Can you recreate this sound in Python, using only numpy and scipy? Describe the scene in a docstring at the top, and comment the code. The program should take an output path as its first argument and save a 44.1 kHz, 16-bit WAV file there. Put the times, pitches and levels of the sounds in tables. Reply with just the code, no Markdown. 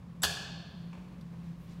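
"""Cable row in a large gym

As the cable tightens, the selector pin ticks in its hole, then catches the steel weight stack:
one clank that rings in the frame and dies away in the hall. The stack rises with a few soft
knocks and a light sliding hiss. A low, wavering room hum runs under it all."""
import sys
import numpy as np
from scipy import signal
from scipy.fft import rfft, irfft
from scipy.io import wavfile

SR = 44100
rng = np.random.default_rng(int(sys.argv[2]) if len(sys.argv) > 2 else 0)


def unload_wav(signal):
    """Save mono or channel-first audio to the path in sys.argv[1] as 16-bit WAV at rate SR, clipped to [-1, 1]."""
    wavfile.write(
        sys.argv[1],
        SR,
        np.round(np.clip(np.atleast_2d(signal).T, -1, 1) * 32767).astype(np.int16),
    )


N = 79380
T = np.arange(N) / SR  # time of each sample [s]
FREQS = np.arange(N // 2 + 1) * SR / N  # frequencies in a spectrum [Hz]


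def from_db(db):
    """Turn decibels into a number to multiply by."""
    return 10 ** (np.asarray(db) / 20)


def at_hz(table, hz):
    """Read between a table's rows, giving every octave equal room."""
    freqs, values = np.transpose(table)
    return np.interp(np.log(np.maximum(hz, 1)), np.log(freqs), values)


def noise(colour):
    """Noise of strength 1; its colour says how strong the lows and highs are."""
    x = irfft(rfft(rng.standard_normal(N)) * from_db(at_hz(colour, FREQS)), N)
    return x / x.std()


def between(x, low_hz, high_hz, order=1):
    """Soften what lies outside a band, then set the strength to 1."""
    for hz, kind in ((low_hz, "high"), (high_hz, "low")):
        x = signal.sosfilt(signal.butter(order, hz, kind, fs=SR, output="sos"), x)
    return x / x.std()


def rise(seconds, start=0):
    """A sound takes a moment to build up."""
    return 1 - np.exp(-np.maximum(T - start, 0) / seconds)


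def fade(seconds, start=0):
    """Start suddenly, then drop 60 dB in the given fade time."""
    return (T >= start) * np.exp(-np.log(1000) * np.maximum(T - start, 0) / seconds)


def convolve(x, response):
    """Let every sample of a sound set off the response of an object or room."""
    return signal.fftconvolve(x, response)[:N]


def blows(rows):
    """One click for each (time [s], level [dB])."""
    x = np.zeros(N)
    for start, db in rows:
        x[int(start * SR)] += from_db(db)
    return x


def ringing(tones):
    """A struck object rings with its own tones, each fading at its own pace."""
    return sum(from_db(db) * fade(fade_s) * np.sin(2 * np.pi * hz * T) * rng.choice([-1, 1])
               for hz, db, fade_s in tones)


# how the hum wavers: (time [s], level [dB], pitch [Hz])
HUM_PATH = [(0.0, -63, 170), (0.04, -52, 178), (0.164, -53.5, 168), (0.214, -41, 171.8),
            (0.27, -54.5, 172.5), (0.32, -38, 169.7), (0.36, -57, 170.6), (0.45, -55.5, 179.4),
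            (0.54, -43.5, 167.7), (0.742, -62.5, 172.5), (0.762, -43, 170.1), (0.912, -43.5, 171.2),
            (0.996, -51.5, 180), (1.132, -50.5, 182.2), (1.222, -46, 170.1), (1.508, -43, 170.3),
            (1.648, -52.5, 172.6), (1.8, -47, 169.9)]
# colour of the ventilation: (frequency [Hz], relative level [dB])
AIR_COLOUR = [(20, -58), (33, -36), (45, -2.5), (60, -2), (85, 0), (103, -5.5), (130, 3), (190, 1),
              (240, -7), (320, -14), (460, -21), (515, -15.5), (600, -22.5), (920, -24.5), (1080, -20),
              (1300, -27), (2500, -34), (6000, -44), (15000, -53)]

def room_hum():
    """A low tone wavers and flutters amid the ventilation's rumble and hiss."""
    times, db, hz = np.transpose(HUM_PATH)
    flutter_hz, flutter_db = 24.43, 1.66
    flutter = np.interp(T * flutter_hz, np.arange(N), rng.standard_normal(N))
    level = from_db(np.interp(T, times, db) + flutter_db * flutter)
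    tone = np.sqrt(2) * np.sin(2 * np.pi * np.cumsum(np.interp(T, times, hz)) / SR)
    return level * tone + from_db(-49) * noise(AIR_COLOUR)


# the pin touches its hole: (time [s], strength [dB])
PIN_TOUCHES = [(0.2207, -35), (0.2295, -30.5)]
# the pin's own tones: (pitch [Hz], relative level [dB], fade time [s])
PIN_TONES = [(1850, -26, 0.13), (3590, -9.5, .06), (4730, -16, .07), (7730, 0.5, 0.043), (10600, -9, .04),
             (11230, -23, 0.028)]
# colour of its scuff: (frequency [Hz], relative level [dB])
SCUFF_COLOUR = [(500, 3), (1700, 2), (2200, -5), (3500, -2), (7500, 0), (11000, -1), (15500, -17)]

def pin():
    """Taking up its slack, the pin scuffs and rings twice, harder the second time."""
    scuff_level = sum(from_db(db - 9) * fade(0.084, start) for start, db in PIN_TOUCHES)
    ring = convolve(blows(PIN_TOUCHES), ringing(PIN_TONES))
    return scuff_level * noise(SCUFF_COLOUR) + ring


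# the plates clash: (time [s], strength [dB], thin below [Hz], dull above [Hz])
CLASHES = [(0.2334, -2.5, 7000, 15100), (0.2352, -1.5, 900, 10800), (0.2369, -9.5, 150, 2000),
           (0.2396, -4, 400, 5970), (0.2498, -4.5, 300, 6000)]
# colour of their clatter: (frequency [Hz], relative level [dB])
CLATTER_COLOUR = [(200, 2.5), (400, -8.5), (750, 3.5), (1300, 0), (1750, 7.5), (2130, -44), (2650, 1),
                  (3400, 6), (3950, 0.5), (4450, 7.5), (5300, -1), (7000, -1), (7400, -13), (8150, 1),
                  (9100, -14), (10400, 0), (10900, -1.5), (11500, 0.5), (12900, -11), (15500, -9)]

def plate_clatter():
    """Steel meets steel: each clash is a sharp crack and a short, dense clatter."""
    sound = np.zeros(N)
    for start, db, low_hz, high_hz in CLASHES:
        crack = from_db(2) * fade(0.0053, start)
        level = from_db(db - 23) * rise(0.00028, start) * (crack + fade(0.061, start))
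        sound += level * between(noise(CLATTER_COLOUR), low_hz, high_hz)
    return sound


# how long the hall echoes: (frequency [Hz], fade time [s])
HALL_FADES = [(300, 1.96), (1600, 1.19), (4000, 1.32), (6000, 0.81), (8000, 0.62), (11000, 0.38),
              (15000, 0.55)]

def hall_echo(colour):
    """Countless reflections build up, then die away, the treble first."""
    spectrum = rfft(noise(colour))
    centres = np.geomspace(250, 16000, 19)
    echo = np.zeros(N)
    for hz, share in zip(centres, np.eye(len(centres))):
        band = irfft(spectrum * np.interp(FREQS, centres, share), N)
        echo += band * fade(at_hz(HALL_FADES, hz))
    return echo * rise(0.0023)


def in_hall(x, echo_db):
    """A sound together with its echo in the hall."""
    echo = hall_echo([(1, 0), (SR, 0)])  # starts with lows and highs equally strong
    return x + from_db(echo_db) * convolve(x, echo / np.linalg.norm(echo))


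# tones of the stack and frame: (pitch [Hz], relative level [dB], fade time [s])
FRAME_TONES = [(419, -4, .58), (540, -17, .9), (690, -12, .8), (812, -12, 1.1), (1110, -12, .9),
               (1564, -6, .8), (1669, -2, .62), (1700, 2, .62), (1769, 0, .45), (2380, -14, 1.0),
               (2536, -8, 1.0), (2652, -7, .6), (2864, -5, .5), (3436, -4, .75), (3510, -7, .7),
               (4200, -8, .8), (4299, -3, .65), (4350, 2, .72), (4557, -2, .55), (4864, -5, .35),
               (5930, -13, .8), (8115, -8, .45)]
# colour of the hall's answer to the clank: (frequency [Hz], relative level [dB])
ECHO_COLOUR = [(250, -15), (480, -7), (720, 3), (950, -4), (1400, -1.5), (1700, 10), (1870, -8),
               (2150, -10), (2600, 1), (3550, 5), (3950, -6), (4300, 4.5), (5100, -0.5), (5650, -2),
               (6900, -0.5), (8100, -2.5), (9200, -8.5), (11300, -4), (13000, -15), (15500, -20)]

def frame_ring():
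    """The hardest clash sets the stack and frame ringing and fills the hall."""
    start, db, _, _ = max(CLASHES, key=lambda row: row[1])
    ring = from_db(-39) * in_hall(ringing(FRAME_TONES), echo_db=-10.5)
    echo = from_db(-32.5) * hall_echo(ECHO_COLOUR)
    return convolve(blows([(start, db)]), ring + echo)


def floor_thud():
    """The machine's base and the floor answer a moment later with a low thud."""
    start, hz = 0.245, 81.2
    level = from_db(-36.5) * rise(0.015, start) * fade(0.34, start)
    return level * np.sin(2 * np.pi * hz * (T - start))


# how the sliding grows: (time [s], level [dB])
SLIDE_LEVEL = [(0, -72.5), (0.8, -65), (1.0, -64), (1.3, -65.5), (1.48, -61), (1.58, -66.5), (1.71, -59.5),
               (1.8, -62)]
# colour of the sliding: (frequency [Hz], relative level [dB])
SLIDE_COLOUR = [(200, 9.5), (510, 3.5), (680, -10), (900, -6.5), (1100, -6), (1400, -5.5), (2200, -5),
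                (4000, -9), (8000, -18.5), (15000, -24.5)]

def sliding():
    """The stack slides on its guide rods; the hiss grows from almost nothing."""
    times, db = np.transpose(SLIDE_LEVEL)
    return from_db(np.interp(T, times, db)) * noise(SLIDE_COLOUR)


# knocks of the moving stack: (time [s], strength [dB], dull above [Hz])
KNOCKS = [(0.929, -45.5, 3200), (0.9506, -50.5, 2196), (0.975, -51, 1597), (1.327, -54.5, 700),
          (1.339, -53.5, 700)]
# colour of a knock: (frequency [Hz], relative level [dB])
KNOCK_COLOUR = [(250, -9), (520, 1), (1100, 0.5), (1600, -5.5), (2600, -4.5), (4000, -17), (8000, -17.5),
                (15000, -32)]

def stack_knocks():
    """Padded contacts in the rising stack make soft, dull knocks that echo in the hall."""
    sound = np.zeros(N)
    for start, db, high_hz in KNOCKS:
        level = from_db(db) * rise(0.001, start) * fade(0.051, start)
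        sound += level * between(noise(KNOCK_COLOUR), 100, high_hz)
    return in_hall(sound, echo_db=-3)


# colour of the tick: (frequency [Hz], relative level [dB])
TICK_COLOUR = [(2500, -20), (3700, 4), (4900, 2), (7000, -14), (11000, -9), (13500, -18), (15500, -22)]

def cable_tick():
    """The cable gives one light tick."""
    return from_db(-58.5) * fade(0.046, start=1.2105) * noise(TICK_COLOUR)


# brief rubs: (peak time [s], width [s], level [dB], thin below [Hz], dull above [Hz])
RUBS = [(1.632, 0.032, -74.5, 10970, 15000), (1.715, 0.023, -68, 2800, 4900)]

def stack_rubs():
    """The rising stack rubs twice, each a quick swell of brighter hiss."""
    sound = np.zeros(N)
    for peak, width, db, low_hz, high_hz in RUBS:
        swell = np.exp(-0.5 * ((T - peak) / width) ** 2)
        sound += from_db(db) * swell * between(rng.standard_normal(N), low_hz, high_hz, order=2)
    return sound


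def scene():
    """The machine and the room, added into one channel."""
    catch = pin() + plate_clatter() + frame_ring() + floor_thud()
    lift = sliding() + stack_knocks() + cable_tick() + stack_rubs()
    return (catch + lift + room_hum())[None]


def record(dry):
    """Cut off the very highest treble steeply."""
    cutoff_hz = 15750
    return signal.sosfilt(signal.ellip(12, .1, 80, cutoff_hz, fs=SR, output="sos"), dry)


dry = scene()
out = record(dry)
unload_wav(out)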